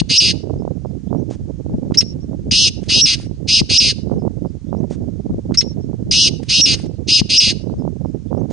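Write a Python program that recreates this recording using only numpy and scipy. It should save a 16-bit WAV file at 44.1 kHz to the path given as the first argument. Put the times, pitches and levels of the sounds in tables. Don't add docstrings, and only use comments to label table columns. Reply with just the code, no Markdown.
import sys
import numpy as np
from scipy import signal
from scipy.fft import rfft, irfft, next_fast_len
from scipy.io import wavfile
from scipy.ndimage import uniform_filter1d, map_coordinates

SR = 44100
rng = np.random.default_rng(int(sys.argv[2]) if len(sys.argv) > 2 else 0)


def store_pcm(level_fs):
    pcm = np.round(np.clip(level_fs, -1, 1) * 32767).astype(np.int16)
    wavfile.write(sys.argv[1], SR, np.atleast_2d(pcm).T)


N = 375732
ROUND_START_S, ROUND_S = 1.3, 3.6
CLOCK = ROUND_START_S + (np.arange(N) / SR - ROUND_START_S) % ROUND_S
LEFT, RIGHT = 0, 1


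def from_db(db):
    return 10 ** (np.asarray(db) / 20)


def rms_one(x):
    return x / np.sqrt(np.mean(x ** 2) + 1e-20)


def in_time(rows):
    times, *columns = np.transpose(rows)
    return [np.interp(CLOCK, times, column) for column in columns]


def gate(start, end, edge_s):
    return np.clip(np.minimum(CLOCK - start, end - CLOCK) / edge_s + .5, 0, 1)


def drift(hz):
    low_pass = signal.butter(2, min(hz, SR / 4), fs=SR, output="sos")
    return rms_one(signal.sosfilt(low_pass, rng.standard_normal(N + SR))[SR:])


def colour(x, spectrum):
    hz, db = np.transpose(spectrum)
    bins_hz = np.fft.rfftfreq(len(x), 1 / SR)
    gain = from_db(np.interp(np.log(bins_hz + 1), np.log(hz), db))
    return irfft(rfft(x) * gain, len(x))


def noise(spectrum, size=N):
    white = rng.standard_normal(next_fast_len(size))
    return rms_one(colour(white, spectrum)[:size])


def tone(hz):
    return np.sqrt(2) * np.sin(2 * np.pi * np.cumsum(hz) / SR)


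# f/Hz, level/dB
GRASS_COLOUR = [(100, 9.5), (600, 7), (1200, -1.5), (2500, -3.5), (3800, -3.5), (5600, -1), (7100, -1),
                (8500, -5), (9500, -14.5), (12000, -41.5)]
# t/s, level/dB
HISS_SWELL = [(1.3, -53), (1.305, -44), (1.335, -44.5), (1.355, -50), (1.37, -80)]

def grass(level_db=-57.5):
    each_side = np.array([noise(GRASS_COLOUR), noise(GRASS_COLOUR)])
    shared = noise(GRASS_COLOUR)
    steady = from_db(level_db) * rms_one(shared + 1.8 * each_side)
    return steady + from_db(in_time(HISS_SWELL)[0]) * shared


# f/Hz, level/dB
SWIRL_COLOUR = [(15, -27), (50, -9), (100, 1), (240, -2.5), (400, -10), (700, -25), (1200, -51.5),
                (2500, -63), (5000, -100)]
# middle t/s, length/s, left level/dB, right level/dB
GUSTS_AND_LULLS = [(1.418, .16, 13, 0), (1.731, .2, 24.5, 0), (1.89, .24, 15, 1.5), (2.197, .6, 9, 0),
                   (2.711, .08, 12, 0), (2.533, .42, 19, 0), (2.995, .08, 0, 3), (3.239, .16, 13, 0),
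                   (3.345, .12, 9, -3), (3.478, 0.065, 8, 0), (3.563, .08, 0.5, -10), (3.624, .12, 14, 0),
                   (3.784, .1, -4, -13), (3.898, .08, 11, 2), (4.109, .18, 3, 4.5), (4.167, .18, 17.5, 0),
                   (4.253, .18, 4, 3), (4.455, .06, 5, 4), (4.609, .12, -3, -9), (4.79, .22, 0, 6)]

def wind(port, breeze_db, breeze_hz, surge_db, octaves_per_db, hurry=.21, table_hz=221.8):
    gust_db = sum(rise_db[port] * np.cos(np.pi * np.clip((CLOCK - middle) / length, -.5, .5)) ** 2
                  for middle, length, *rise_db in GUSTS_AND_LULLS)
    swirl_hz = breeze_hz * 2 ** (octaves_per_db * gust_db)
    surge = 2 * np.tanh(drift(28) / 2)
    travel = np.cumsum(swirl_hz / table_hz * np.exp(hurry * (surge - 1)))
    swirls = noise(SWIRL_COLOUR, size=2 * N)
    pressure = map_coordinates(swirls, [travel], order=3, mode="wrap") * from_db(surge_db * surge)
    return from_db(breeze_db + gust_db) * rms_one(pressure)


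# t/s, peak level/dB, f/Hz, port (LEFT or RIGHT)
WIND_THUMPS = [(1.311, -5, 302, RIGHT), (1.664, -9.5, 303, RIGHT), (1.697, -17, 377, RIGHT),
               (2.164, -11, 198, RIGHT), (2.245, -10, 200, RIGHT), (2.313, -12.5, 250, RIGHT),
               (2.332, -18, 417, RIGHT), (4.062, -17, 287, RIGHT), (4.073, -9, 282, RIGHT),
               (4.098, -15.5, 447.5, RIGHT), (4.14, -13, 379, RIGHT), (4.749, -7.5, 397, RIGHT),
               (4.816, -24, 322, RIGHT), (1.745, -8, 261, LEFT), (1.782, -11.5, 196, LEFT),
               (1.785, -5.5, 230, RIGHT), (1.902, -7, 200, LEFT), (2.029, -12, 253.2, RIGHT),
               (2.064, -13, 220, RIGHT), (3.2, -18.5, 401, RIGHT), (3.234, -20, 286, RIGHT),
               (1.91, -7.5, 395, RIGHT), (1.922, 1.5, 173, RIGHT), (2.831, -11, 272, RIGHT),
               (3.228, -22.5, 152, LEFT), (3.313, -17.5, 308, RIGHT), (3.617, 3, 170, LEFT),
               (3.623, -7.5, 113.2, LEFT), (4.222, -12, 382, RIGHT), (4.252, -5.5, 332, RIGHT),
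               (4.278, -5, 395, RIGHT), (4.45, -11.5, 420, RIGHT), (4.458, -7, 352, RIGHT),
               (4.553, -14.5, 248, RIGHT), (4.729, -4.5, 445, RIGHT)]

def buffets():
    out = np.zeros((2, N))
    for middle, peak_db, hz, port in WIND_THUMPS:
        distance_squared = (np.pi * hz * (CLOCK - middle)) ** 2 / 2
        out[port] += from_db(peak_db) * (1 - 5 * distance_squared) / (1 + distance_squared) ** 4
    return out


def field_echoes(x, stand_s=.065, stand_spread_s=.086):
    t = np.arange(int(.7 * SR)) / SR

    def fade(delay_s, fall_s):
        return from_db(-60 * abs(t - delay_s) / fall_s) * (t > delay_s)

    stems, tail, late_echo = fade(.002, .022), fade(.002, .11), fade(.228, .1)
    stand = np.exp(-((t - stand_s) / stand_spread_s) ** 2 / 2) * (t < 2 * stand_s)
    echoes = sum(from_db(db) * shape * rng.standard_normal(len(t)) / np.linalg.norm(shape)
                 for db, shape in ((-6.5, stems), (-24, tail), (-45.5, late_echo), (-25, stand)))
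    return signal.fftconvolve(x, echoes)[:N]


def arch(start, end, start_hz, middle_hz, end_hz, db):
    along = np.clip((CLOCK - start) / (end - start), 0, 1)
    bow = (middle_hz - (start_hz + end_hz) / 2) * (1 - (2 * along - 1) ** 2)
    hz = start_hz + (end_hz - start_hz) * along + bow
    return hz, from_db(db) * gate(start, end, edge_s=.0023)


# start t/s, end t/s, start f/Hz, middle f/Hz, end f/Hz, level/dB
FAR_PEEPS = [(4.123, 4.17, 6350, 6240, 6380, -70), (4.183, 4.225, 5120, 5100, 5000, -64),
             (4.46, 4.503, 5150, 5000, 5020, -65.5), (4.679, 4.705, 3400, 3480, 3600, -68),
             (4.769, 4.81, 5170, 5940, 6380, -62.5), (4.806, 4.905, 6100, 6550, 6170, -79)]

def far_bird(waver_hz=130, flicker_db=3):
    waver = waver_hz * drift(200)
    arches = (arch(*row) for row in FAR_PEEPS)
    peeps = sum(gain * tone(hz + waver) for hz, gain in arches) * from_db(flicker_db * drift(70))
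    return peeps + field_echoes(peeps)


# start t/s, end t/s, level/dB
THROAT_PUFFS = [(2.82, 2.89, -51.5), (3.158, 3.218, -45.5), (3.204, 3.27, -51)]

def wheezes(band_hz=(1400, 7900), flicker_db=3):
    level = sum(from_db(db) * gate(start, end, edge_s=.028) for start, end, db in THROAT_PUFFS)
    band_pass = signal.butter(2, band_hz, "band", fs=SR, output="sos")
    air = rms_one(signal.sosfilt(band_pass, rng.standard_normal(N)))
    return level * air * from_db(flicker_db * drift(60))


# f/Hz, level/dB
THROAT_COLOUR = [(700, -28.5), (1300, -17.5), (2000, -18), (2450, -5.5), (2780, -2), (3250, -2),
                 (4300, 1.5), (5200, -2.5), (6500, 6.5), (7300, -3), (8750, 3), (9500, -14), (12000, -41)]

def breath(db):
    return from_db(db) * noise(THROAT_COLOUR)


# t/s, f/Hz, level/dB
OPENING_CHIP = [(1.9745, 5230, -7.5), (1.977, 5310, -11), (1.984, 5470, -7), (1.9875, 5550, -2.5),
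                (1.99, 5580, -7.5), (1.993, 5600, -6.5), (1.997, 5590, -16), (2.005, 5480, -15),
                (2.0075, 5380, -7)]
# start t/s, end t/s, start f/Hz, middle f/Hz, end f/Hz,
# level/dB
PURE_WHISTLES = [(2.513, 2.517, 4920, 4860, 4840, -8.5), (3.014, 3.057, 5410, 5690, 5130, -9),
                 (3.778, 3.8, 5020, 5650, 4840, -8)]

def whistles(waver_hz=35, chip_waver_hz=110, shimmer_db=1.0):
    waver, air = drift(310), breath(db=-28)
    chip_hz, chip_db = in_time(OPENING_CHIP)
    chip_gain = from_db(chip_db) * gate(start=1.9735, end=2.009, edge_s=.0015)
    out = chip_gain * (tone(chip_hz + chip_waver_hz * waver) + air)
    for row in PURE_WHISTLES:
        hz, gain = arch(*row)
        out += gain * (tone(hz + waver_hz * waver) + air)
    return out * from_db(shimmer_db * drift(100))


def keep_above(x, edge_hz):
    turn = np.exp(2j * np.pi * np.cumsum(edge_hz) / SR)
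    shifted = np.fft.fft(signal.hilbert(x) / turn)
    return np.real(np.fft.ifft(shifted * (np.fft.fftfreq(N) > 0)) * turn)


def beak_ring(x, hz, width_hz=420):
    turn = np.exp(2j * np.pi * np.cumsum(hz) / SR)
    decay = np.exp(-np.pi * width_hz / SR)
    return 2 * np.real(signal.lfilter([1 - decay], [1, -decay], x / turn) * turn)


def evened(x, window_s=.0097):
    return x / np.sqrt(np.abs(uniform_filter1d(x ** 2, int(window_s * SR))) + 1e-9)


# start t/s, crest t/s, end t/s, fade-in/s, fade-out/s, level/dB, middle f/Hz, sweep to either side/Hz,
# sweep rate/Hz, roughness (0-1), beak f/Hz, beak level/dB, creak level/dB
RASP_NOTES = [(1.938, 1.942, 1.975, 0.008, 0.033, -24.5, 3306, 1500, 235, 0.88, 4900, -11, -7),
              (2.007, 2.011, 2.044, 0.0025, 0.046, -17, 3300, 901, 240, .8, 5300, -6.5, -10),
              (2.51, 2.614, 2.701, 0.0016, 0.02, -9.5, 4301, 1295, 264, .25, 5100, -2.5, -21),
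              (2.878, 3.001, 3.167, 0.022, 0.027, -10.5, 4068, 1330, 254.4, 0.2, 4960, -0.5, -14.5),
              (3.468, 3.554, 3.615, 0.023, 0.013, -10.5, 4050, 1366, 243, 0.3, 5050, 1, -23.5),
              (3.687, 3.787, 3.936, 0.014, 0.029, -10.5, 3974, 1358, 234, 0.32, 4930, 2, -21.5)]

def voice_box(stumble=.4, recover_s=.05, climb_s=.012, arch_power=1.9, slack_roughness=.58):
    poise = 1 - stumble * sum((CLOCK > end) * np.exp(-abs(CLOCK - end) / recover_s)
                              for _, end, *_ in PURE_WHISTLES)
    near_whistle = sum(np.exp(-np.maximum(np.maximum(start - CLOCK, CLOCK - end), 0) / climb_s)
                       for start, end, *_ in PURE_WHISTLES)
    controls = np.zeros((8, N))
    for start, crest, end, fade_in_s, fade_out_s, *voice in RASP_NOTES:
        db, middle_hz, span_hz, rate_hz, roughness, beak_hz, beak_db, creak_db = voice
        during = (CLOCK > start) & (CLOCK < end)
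        t, near = CLOCK[during], near_whistle[during]
        effort = poise[during] * (1 - np.interp(t, [start, crest, end], [1, 0, 1]) ** arch_power)
        slack = 1 - effort
        fade = np.minimum(np.minimum((t - start) / fade_in_s, (end - t) / fade_out_s), 1) ** 2
        climb = 1 + .025 * near
        bend = (1 - .145 * slack) * climb
        controls[:, during] = (fade * from_db(db - 4.5 * slack),
                               middle_hz * bend,
                               span_hz + 448 * slack ** 2,
                               rate_hz * bend,
                               roughness + (slack_roughness - roughness) * slack,
                               beak_hz * (1 - .069 * slack) * climb,
                               from_db(beak_db - 13.5 * slack ** 2 + 4.5 * near),
                               np.full_like(t, from_db(creak_db)))
    return controls


# f/Hz, level/dB
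CREAK_COLOUR = [(500, -35.5), (900, -23.5), (1350, 4), (1650, -10.5), (2000, 6.5), (2500, -0.5),
                (3500, -24.5)]

def rasp(skew=.79, octave_db=-15, third_harmonic_db=-25, held_db=-15, margin_hz=280, lock_s=.003):
    level, middle_hz, span_hz, rate_hz, roughness, beak_hz, beak_gain, creak_gain = voice_box()
    flutter = 2 * np.pi * np.cumsum(rate_hz * (1 + .06 * roughness * drift(150))) / SR
    waver = 1 + .008 * drift(30)
    swing = span_hz / np.maximum(rate_hz, 1) * (1 + .31 * roughness * drift(250) + .054 * drift(25))
    sweep = swing * np.sin(flutter) + skew * np.cos(2 * flutter)
    jitter = 1.25 * roughness * drift(330)
    phase = 2 * np.pi * np.cumsum(middle_hz * waver) / SR + sweep + jitter
    voice = np.sin(phase) + from_db(octave_db) * np.sin(2 * phase)
    voice += from_db(third_harmonic_db) * np.sin(3 * phase)
    voice *= from_db(2 * np.cos(2 * flutter) - np.cos(flutter))
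    held_hz = (middle_hz + 4 * rate_hz) * waver + 150 * roughness * drift(200)
    voice += from_db(held_db) * tone(held_hz) + roughness * breath(db=-12)
    lowest_hz = np.maximum(middle_hz - span_hz - margin_hz, 0)
    voice = keep_above(colour(voice, THROAT_COLOUR), lowest_hz)
    voice += beak_gain * beak_ring(voice, beak_hz)
    creak = creak_gain * roughness ** 2 * noise(CREAK_COLOUR) * (1 - np.cos(flutter))
    whistling = sum(gate(start, end, lock_s) for start, end, *_ in PURE_WHISTLES)
    return level * np.clip(1 - whistling, 0, 1) * (from_db(-1) * evened(voice) + creak)


# delay/ms, share of the sound (minus flips the wave)
NEAR_BOUNCES = [(.892, -.22), (1.424, .15), (1.812, .14), (2.232, -.12)]

def bounced(x):
    t = np.arange(N) / SR
    return x + sum(share * np.interp(t - ms / 1000, t, x) for ms, share in NEAR_BOUNCES)


def francolin(level_db=-.29, lower_hz=2750, lower_width_hz=700):
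    call = from_db(level_db) * (bounced(rasp()) + whistles() + wheezes())
    lower = signal.lfilter(*signal.iirpeak(lower_hz, lower_hz / lower_width_hz, fs=SR), call)
    left, right = .87 * call + .26 * lower, 1.08 * call - .36 * lower
    return np.array([side + field_echoes(side) for side in (left, right)])


def scene():
    sheltered = wind(LEFT, breeze_db=-41.5, breeze_hz=122.4, surge_db=.5, octaves_per_db=.0437)
    exposed = wind(RIGHT, breeze_db=-20.5, breeze_hz=225.4, surge_db=4.0, octaves_per_db=.0655)
    return francolin() + far_bird() + np.array([sheltered, exposed]) + buffets() + grass()


def record(dry, dip_hz=7650, dip_width_hz=450, mic_top_hz=9600, cutoff_hz=17500):
    dip = signal.iirnotch(dip_hz, dip_hz / dip_width_hz, fs=SR)
    dipped = signal.lfilter(*dip, signal.lfilter(*dip, dry))
    picked_up = signal.sosfilt(signal.ellip(10, .3, 90, mic_top_hz, fs=SR, output="sos"), dipped)
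    clipped = np.clip(picked_up, -1, .94)
    return signal.sosfilt(signal.ellip(10, .1, 90, cutoff_hz, fs=SR, output="sos"), clipped)


dry = scene()
out = record(dry)
store_pcm(out)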